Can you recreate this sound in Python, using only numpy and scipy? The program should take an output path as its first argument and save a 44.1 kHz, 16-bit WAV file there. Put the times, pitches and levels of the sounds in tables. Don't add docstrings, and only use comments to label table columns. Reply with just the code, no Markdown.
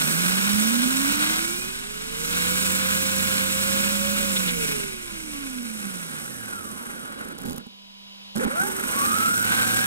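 import sys
import numpy as np
from scipy.fft import rfft, irfft, next_fast_len
from scipy.io import wavfile
from scipy.ndimage import map_coordinates

SR = 44100
rng = np.random.default_rng(int(sys.argv[2]) if len(sys.argv) > 2 else 0)


def persist_wave(psi):
    counts = np.round(np.clip(psi, -1, 1) * 32767).astype(np.int16)
    wavfile.write(sys.argv[1], SR, np.atleast_2d(counts).T)


N = 434817

PINION_TEETH, SPUR_TEETH = 14, 38
THROTTLE_CLOSE_S, THROTTLE_REOPEN_S, UNLOAD_S = 4.257, 8.345, 0.18
DRAG_PER_S, FRICTION_HZ, EASE_HZ = .371, 241, 24
COAST_FRAME_DB, COAST_HISS_DB, COAST_ROTOR_DB, COAST_SPUR_DB = 3, 0, 2, 4.5
COAST_ORDER_DB, COAST_SIDE_DB = 4, -6
RING_HZ, RING_WIDTH_HZ, RING_DAMPED = 10750, 450, .42
BRIGHT_HZ, BRIGHT_WIDTH_HZ, BRIGHT_FLICKER_DB = 8500, 780, 1.5
SLOW_THROB_DB = 0.8
CRACK_T60_S = 0.013
BUMP_S, BUMP_DB, BUMP_HZ, BUMP_T60_S = .54, -20, 105, .05
BUZZ_HZ, BUZZ_DB, BUZZ_START_S, BUZZ_END_S = 385, -36, 8.62, 8.86
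TOP_HZ = 15750

# (time [s], speed [turns/s])
FIRST_RUN_SPEED = [(0, 149), (.3, 184), (.6, 213), (.75, 238), (1.35, 317), (1.65, 375), (1.8, 400),
                   (2.4, 485), (2.6, 508), (2.95, 525), (3.5, 525.5), (3.95, 550), (4.2, 556)]
SECOND_RUN_SPEED = [(8.345, 14), (8.39, 17), (8.402, 29), (8.425, 39), (8.445, 30), (8.46, 16), (8.475, 20),
                    (8.5, 36), (8.54, 40.5), (8.57, 48.5), (8.6, 51), (8.64, 57.5), (8.68, 61.5),
                    (8.74, 64), (8.84, 68), (8.875, 75), (8.925, 70.5), (8.95, 75), (8.97, 79.6),
                    (9.02, 80.5), (9.065, 86.8), (9.11, 87), (9.16, 92.5), (9.21, 93.5), (9.26, 97.5),
                    (9.3, 98.2), (9.335, 101.5), (9.4, 104), (9.53, 109), (9.67, 112.5), (9.86, 116.8)]
# (time [s], level [dB])
GEAR_SOUND_LEVEL = [(0, -25), (1.3, -25.5), (1.62, -30), (1.82, -36.5), (2.05, -35.5), (2.4, -25.5),
                    (3.8, -25.5), (4.7, -28), (4.97, -37), (5.4, -37), (6.4, -37.5), (7.3, -38.5),
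                    (7.39, -43.5), (7.46, -39), (7.585, -47), (7.61, -52), (7.7, -69), (8.345, -103),
                    (8.36, -34.5), (8.4, -29.5), (8.445, -28)  , (8.456, -30), (8.478, -32), (8.495, -32.5),
                    (8.6, -28), (8.78, -31), (8.9, -26), (9.86, -26.5)]
# (motor speed [turns/s], level [dB])
FRAME_BY_SPEED = [(10, 7.5), (18, 4), (35, -3), (60, -4), (100, -4.5), (170, -6.5), (300, -8.5), (520, -10)]
# (motor speed [turns/s], level [dB])
HISS_BY_SPEED = [(10, -7), (18, -9.5), (35, -5), (60, -1), (100, 0.5), (160, 1.5), (250, 1), (520, 0.5)]
# (motor speed [turns/s], level [dB])
ROTOR_BY_SPEED = [(30, -32), (60, -27), (95, -16.5), (115, -11), (135, -12), (175, -0.5), (225, 3.5),
                  (255, 3.5), (285, -2.5), (315, -6.5), (370, -8.5), (420, -5.5), (460, -7), (510, -13),
                  (555, -7)]
# (spur speed [turns/s], level [dB])
SPUR_BY_SPEED = [(40, -40), (110, -24), (145, -16), (165, -10.5), (180, -6), (195, -4.5), (205, -1)]
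# (tooth rate [Hz], level [dB])
WHINE_BY_RATE = [(190, 6), (260, 5), (420, -1), (540, -1), (650, -5), (740, -8), (840, -4), (890, -18),
                 (950, -24), (1000, -15), (1060, -14), (1110, -2), (1250, 1), (1400, 3), (1630, -4),
                 (2100, -15), (2600, -25), (3600, -28), (6000, -30), (7350, -25), (7800, -21)]
# (tooth rate [Hz], change [dB])
COAST_WHINE = [(170, -30), (240, -8), (450, -11), (600, -12), (860, -20), (900, 2), (950, 14), (1000, 5),
               (1060, 3), (1110, -9), (1220, -6), (1330, -2), (1500, -4), (1700, -4), (2300, -16),
               (7000, -10)]
# (overtone frequency [Hz], level over the gear sound [dB])
WHINE_OVERTONE = [(900, -26), (1050, -12), (1170, -1), (1300, 1), (1450, 6), (1650, -3), (1780, -24)]
# (multiple of motor speed, level over the gear sound [dB], resonance [Hz], loss an octave away [dB])
SIDE_TONES = [(.175, -15, 92, 24), (.243, -25, 125, 10), (.307, -19, 170, 30), (.525, -16, 210, 14),
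              (.632, -13, 240, 20), (.69, -12, 205, 40), (.737, -10, 205, 36), (.878, -11, 215, 30),
              (2, -20, 1040, 40), (2.266, -18, 680, 26), (4.53, -14, 2250, 30), (6.63, -9, 2380, 28),
              (3, -19, 1020, 30), (4, -19, 1120, 26), (6.63, -15, 760, 50), (13, -11, 1400, 40),
              (13.63, -8, 1300, 36), (14.37, -10, 1350, 40), (15, -10, 1400, 40)]
# (multiple of motor speed, [(frequency [Hz], level [dB rms])])
UNBALANCE = [(.061, [(15, -68), (21, -49), (26, -43), (29.5, -43), (32, -49), (34, -42)]),
             (.122, [(22, -63), (28, -54), (34, -44), (42, -46), (50, -52), (68, -50)])]
# (frequency [Hz], density [dB per Hz])
FRAME_SPECTRUM = [(15, -31), (30, -9), (65, -13), (110, -13), (160, -5), (230, 3.5), (300, -5.5), (400, -7),
                  (520, -7.5), (680, -14.5), (900, -43)]
CASE_SPECTRUM = [(500, -18), (680, -13), (800, -12.5), (890, -10), (990, -6), (1150, -4.5), (1480, 3.5),
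                 (1650, 0.5), (1830, -6.5), (2300, -1), (3300, -5), (3900, -3.5), (4700, -9.5), (6500, -87)]
GEAR_SPECTRUM = [(4000, -90), (4900, 1.5), (5700, 2.5), (6600, 1), (7500, 3), (8300, 8.5), (9300, 1.5),
                 (10000, 0.5), (10800, 6.5), (11700, -3.5), (12800, 0.5), (13500, -2.5), (16000, -3.5),
                 (19000, -35)]
# (frequency [Hz], density [dB per Hz])
SLOW_CASE_SPECTRUM = [(380, -18), (500, -8.5), (680, -15.5), (820, -1), (890, -8.5), (990, -5.5),
                      (1180, -1), (1450, 5.5), (1650, 1), (1830, -5), (2300, -6.5), (3500, -18),
                      (4800, -22), (6500, -62)]
SLOW_GEAR_SPECTRUM = [(4000, -38), (5000, -17.5), (5900, -8.5), (6800, -12), (7800, -8), (8300, -1),
                      (9000, -4), (10100, -10.5), (10750, 2), (11500, -12.5), (12800, -2.5), (13400, -16),
                      (16000, -17), (19000, -40)]
# (frequency [Hz], change [dB])
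COAST_CASE = [(450, 9), (650, -2.5), (1200, -2.5), (1400, -1.5), (1800, -1), (2250, 2.5), (3500, -2)]
# (frequency [Hz], change [dB])
FULL_SPEED_HISS = [(6600, -0.5), (7500, 3.5), (8000, 0.5), (8500, -3), (9300, 1)]
# (time [s], relative crack level [dB], thump over that level [dB])
CLACKS = [(7.2143, -35, 6), (7.25, -30, 0), (7.286, -31.5, -6), (7.32, -39, -1), (7.382, -32, -14),
          (7.387, -31, 3), (7.404, -35, 2), (7.4143, -34, 6), (7.42, -31, 0), (7.4348, -31, -4),
          (7.454, -32, 11), (7.461, -28, -10), (7.469, -28, -2), (7.477, -30.5, 10), (7.4853, -27, 4),
          (7.497, -25, 0), (7.509, -27, 7), (7.521, -29, 5), (7.531, -27, -5), (7.545, -34.5, 11),
          (7.5612, -35, -8), (7.564, -28, -5), (7.581, -23.5, 0), (7.6676, -40.5, 10), (8.3553, -30, 7),
          (8.3616, -20.5, -8), (8.3736, -27, 5), (8.381, -23, -8), (8.388, -29, 8), (8.4437, -24, 2),
          (8.449, -26, 7), (8.453, -44, 27.5), (8.467, -41.5, 31)]
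# (frequency [Hz], gain [dB])
CRACK_RESPONSE = [(500, -24), (900, -5), (1480, 6), (1900, -9), (3000, -4.5), (4700, -5.5), (6000, -4.5),
                  (8300, -0.5), (9800, -3), (10800, 2), (12800, -4), (15500, -12), (19000, -40)]
# (frequency [Hz], relative level [dB], decay time T60 [s])
THUMP_MODES = [(234, -2, 0.077), (406, -9.5, 0.04), (800, -14, 0.048)]
# (start of swell [s], level at its peak [dB], 1/e width [s])
SCRAPES = [(4.359, -24, 0.025), (4.477, -24.5, 0.032)]
# (frequency [Hz], relative density [dB])
SCRAPE_SPECTRUM = [(1200, -18), (2100, -5), (3700, 1), (4300, -7), (6500, -32)]
# (time [s], level [dB])
BACKGROUND_LEVEL = [(0, -44), (7.6, -48.5), (8.35, -44), (9.86, -44)]
# (frequency [Hz], relative density [dB])
FAN_SPECTRUM = [(15, -30), (40, 0), (120, -10), (290, -15), (520, -6), (1900, -9), (3100, 2), (4500, -5.5),
                (9000, -20.5), (11500, -19), (16000, -30)]
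# (frequency [Hz], relative level [dB])
HUM_LINES = [(197.6, -54), (987.9, -62), (2963.5, -62.5), (3952, -59), (4939.5, -61)]
# (frequency [Hz], coherence [0 to 1])
LIKENESS = [(40, .7), (100, .92), (200, .99), (400, .95), (550, .72), (1000, .77), (1500, .96), (3000, .9),
            (7000, .76), (15000, .62)]
# (frequency [Hz], gain [dB])
LEFT_GAIN = [(40, -27), (100, -16.5), (200, -10), (300, -6), (500, -5), (750, 1.5), (1100, 1), (1300, -2),
             (2000, -.3), (5000, -1.5), (7000, -3), (10000, -6.5), (15500, -11.5)]
# (frequency [Hz], phase [rad])
LEFT_PHASE = [(40, -1.5), (100, -1.25), (200, -1.42), (400, -2.05), (700, -3), (1000, -3.25), (1500, -3.65),
              (2000, -3.5), (5000, -3.8), (13000, -4.5)]


def amp(db):
    return 10 ** (np.asarray(db) / 20)


def unit(x):
    return x / np.sqrt(np.mean(x ** 2, axis=-1, keepdims=True) + 1e-20)


def along(points, hz):
    f, v = np.transpose(points)
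    return np.interp(np.log(hz + 1), np.log(f + 1), v)


def curve(rows):
    times, values = np.transpose(rows)
    return np.interp(np.arange(N) / SR, times, values)


def wobble(rate):
    knots = rng.standard_normal(int(N * rate / SR) + 4)
    return map_coordinates(knots, [np.arange(N) * rate / SR])


def filtered(x, response):
    m = next_fast_len(N + SR // 2)
    return irfft(rfft(x, m) * response(np.fft.rfftfreq(m, 1 / SR)), m)[..., :N]


def bell(x, center_hz, width_hz):
    return filtered(x, lambda hz: np.exp(-((hz - center_hz) / width_hz) ** 2))


def reshaping(x, change):
    return filtered(x, lambda hz: amp(along(change, hz)) - 1)


def rattle(spectrum, swell_db):
    noise = amp(swell_db) * rng.standard_normal((2, N))
    return unit(filtered(noise, lambda hz: amp(along(spectrum, hz))))


def tone(turns, waver_db, blur):
    level = np.sqrt(2) * amp(waver_db * wobble(22))
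    return level * np.sin(2 * np.pi * turns + blur * wobble(40))


def drive():
    speed, off_load = motor_speed(), coasting()
    frame_db, gear_db, hiss_db, rotor_db, spur_db, mesh_db = levels(speed)
    turns = np.cumsum(speed) / SR
    teeth, spur = turns * PINION_TEETH, turns * PINION_TEETH / SPUR_TEETH
    full_share = 1 / (1 + (190 / speed) ** 3 * amp(-1.2 * hiss_db - 44.0))
    strike = np.clip(rng.standard_normal(int(teeth[-1]) + 1), -3, 2.6)[teeth.astype(int)]
    sag = teeth % 1
    runout = np.sin(2 * np.pi * spur) + 0.73 * np.sin(2 * np.pi * 3 * spur)
    runout += .5 * np.sin(2 * np.pi * turns)
    chatter = 2.0 * wobble(9) + 2.0 * wobble(45) + 2.0 * wobble(170) + 1.9 * wobble(80)

    gear_swell = 2.34 * strike - 1.4 * sag + 1.34 * runout + 0.26 * chatter
    gear_swell += SLOW_THROB_DB * np.sin(2 * np.pi * turns) / (1 + (speed / 130) ** 4)
    case_swell = 1.6 * strike - 3.1 * sag + .8 * runout + .2 * chatter
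    case_swell += 1.1 * wobble(110) + .9 * wobble(8)
    noise = gear_hiss(speed, off_load, full_share, gear_swell, hiss_db)
    noise += amp(gear_db) * case_rattle(speed, off_load, full_share, case_swell)
    noise += amp(frame_db) * rattle(FRAME_SPECTRUM, 0.4 * chatter + 0.39 * wobble(30))

    tones = amp(rotor_db) * tone(turns, waver_db=1.5, blur=0.27)
    tones += amp(spur_db) * tone(spur, waver_db=-0.1, blur=0.25)
    tones += mesh_whine(speed, off_load, turns, gear_db, mesh_db)
    return noise + tones + shaft_tones(speed, off_load, turns, gear_db)


def gear_hiss(speed, off_load, full_share, swell_db, hiss_db):
    hiss = np.sqrt(full_share) * rattle(GEAR_SPECTRUM, swell_db)
    hiss += np.sqrt(1 - full_share) * rattle(SLOW_GEAR_SPECTRUM, 1.02 * swell_db)
    hiss -= RING_DAMPED * (1 - off_load) * bell(hiss, RING_HZ, RING_WIDTH_HZ)
    hiss += np.clip((speed - 380) / 120, 0, 1) * reshaping(hiss, FULL_SPEED_HISS)
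    flicker = amp(BRIGHT_FLICKER_DB * wobble(90)) - 1
    hiss += flicker * bell(hiss, BRIGHT_HZ, BRIGHT_WIDTH_HZ)
    top = filtered(hiss, lambda hz: 1 / (1 + (13500 / (hz + 1)) ** 8))
    return amp(hiss_db) * (hiss - top + top * amp(.8 * hiss_db + 19))


def case_rattle(speed, off_load, full_share, swell_db):
    case = np.sqrt(full_share) * rattle(CASE_SPECTRUM, swell_db)
    case += np.sqrt(1 - full_share) * rattle(SLOW_CASE_SPECTRUM, 1.3 * swell_db)
    fast_coast = off_load * np.clip((speed - 130) / 100, 0, 1)
    return case + fast_coast * reshaping(case, COAST_CASE)


def mesh_whine(speed, off_load, turns, gear_db, mesh_db):
    teeth = turns * PINION_TEETH
    wobble_db = 3.5 * np.sin(2 * np.pi * turns)
    whine = amp(mesh_db + wobble_db) * tone(teeth, waver_db=1.4, blur=.9 - .4 * off_load)
    overtone_db = along(WHINE_OVERTONE, 2 * PINION_TEETH * speed) - 11 * off_load
    return whine + amp(wobble_db + gear_db + overtone_db) * tone(2 * teeth, waver_db=2.5, blur=.9)


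def shaft_tones(speed, off_load, turns, gear_db):
    tones = np.zeros(N)
    for multiple, db, peak_hz, slope_db in SIDE_TONES:
        loss_db = slope_db * abs(np.log2(multiple * speed / peak_hz))
        coast_db = COAST_ORDER_DB if multiple in (3, 4) else COAST_SIDE_DB * (multiple > 2)
        level_db = gear_db + db - loss_db + coast_db * off_load
        tones += amp(level_db) * tone(multiple * turns, waver_db=1.5, blur=min(.2 + .07 * multiple, .8))
    for multiple, level in UNBALANCE:
        tones += amp(along(level, multiple * speed)) * tone(multiple * turns, waver_db=1.2, blur=.15)
    return tones


def motor_speed():
    t = np.arange(N) / SR
    first, second = curve(FIRST_RUN_SPEED), curve(SECOND_RUN_SPEED)
    decay = np.exp(-DRAG_PER_S * (t - THROTTLE_CLOSE_S))
    free = (first[-1] + FRICTION_HZ) * decay - FRICTION_HZ
    coast = EASE_HZ * np.logaddexp(0, free / EASE_HZ)
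    return np.where(t < THROTTLE_CLOSE_S, first, np.where(t < THROTTLE_REOPEN_S, coast, second))


def coasting():
    t = np.arange(N) / SR
    return np.clip((t - THROTTLE_CLOSE_S) / UNLOAD_S, 0, 1) * (t < THROTTLE_REOPEN_S)


def levels(speed):
    gear_db, off_load = curve(GEAR_SOUND_LEVEL), coasting()
    tooth_hz = speed * PINION_TEETH
    return (gear_db + along(FRAME_BY_SPEED, speed) + COAST_FRAME_DB * off_load,
            gear_db,
            gear_db + along(HISS_BY_SPEED, speed) + COAST_HISS_DB * off_load,
            gear_db + along(ROTOR_BY_SPEED, speed) + COAST_ROTOR_DB * off_load,
            gear_db + along(SPUR_BY_SPEED, tooth_hz / SPUR_TEETH) + COAST_SPUR_DB * off_load,
            gear_db + along(WHINE_BY_RATE, tooth_hz) + along(COAST_WHINE, tooth_hz) * off_load)


def clacks():
    cracks, thumps = np.zeros((2, N + SR)), np.zeros(N + SR)
    t = np.arange(SR // 10) / SR
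    for s, db, thump_db in CLACKS:
        start = round(s * SR)
        burst = amp(db + 5.0 - 60 * t / CRACK_T60_S) * rng.standard_normal((2, len(t)))
        cracks[:, start:start + len(t)] += burst
        for hz, mode_db, t60 in THUMP_MODES:
            decay = amp(db + thump_db + mode_db - 60 * t / t60)
            thumps[start:start + len(t)] += decay * np.sin(2 * np.pi * hz * t)
    return filtered(cracks[:, :N], lambda hz: amp(along(CRACK_RESPONSE, hz))) + thumps[:N]


def scrapes():
    t = np.arange(N) / SR
    swell = sum(amp(db) * np.exp(-((t - s - length / 2) / length) ** 2 * 4) for s, db, length in SCRAPES)
    return swell * rattle(SCRAPE_SPECTRUM, 1.5 * wobble(300))


def bump():
    t = np.clip(np.arange(N) / SR - BUMP_S, 0, None)
    return amp(BUMP_DB - 60 * t / BUMP_T60_S) * np.sin(2 * np.pi * BUMP_HZ * t)


def buzz():
    t = np.arange(N) / SR
    swell = np.clip(np.minimum(t - BUZZ_START_S, BUZZ_END_S - t) / 0.01, 0, 1)
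    return amp(BUZZ_DB) * swell * tone(BUZZ_HZ * t, waver_db=2.5, blur=.5)


def fan():
    t = np.arange(N) / SR
    level_db = curve(BACKGROUND_LEVEL)
    hum = sum(np.sqrt(2) * amp(db + 0.19 * wobble(12)) * np.sin(2 * np.pi * hz * t) for hz, db in HUM_LINES)
    return amp(level_db) * rattle(FAN_SPECTRUM, .5 * wobble(4.2)) + amp(level_db + 49.5) * hum


def scene():
    near, other = drive() + clacks() + scrapes() + bump() + buzz() + fan()
    alike = lambda hz: np.clip(along(LIKENESS, hz), 0, 1)
    own = lambda hz: np.sqrt(1 - alike(hz) ** 2) * np.exp(1j * hz / 37)
    left = filtered(near, alike) + filtered(other, own)
    return np.array([left, near])


def record(dry):
    left = lambda hz: amp(along(LEFT_GAIN, hz)) * np.exp(1j * along(LEFT_PHASE, hz))
    return filtered(dry, lambda hz: np.array([left(hz), np.ones_like(hz)]) * (hz < TOP_HZ))


dry = scene()
out = record(dry)
persist_wave(out)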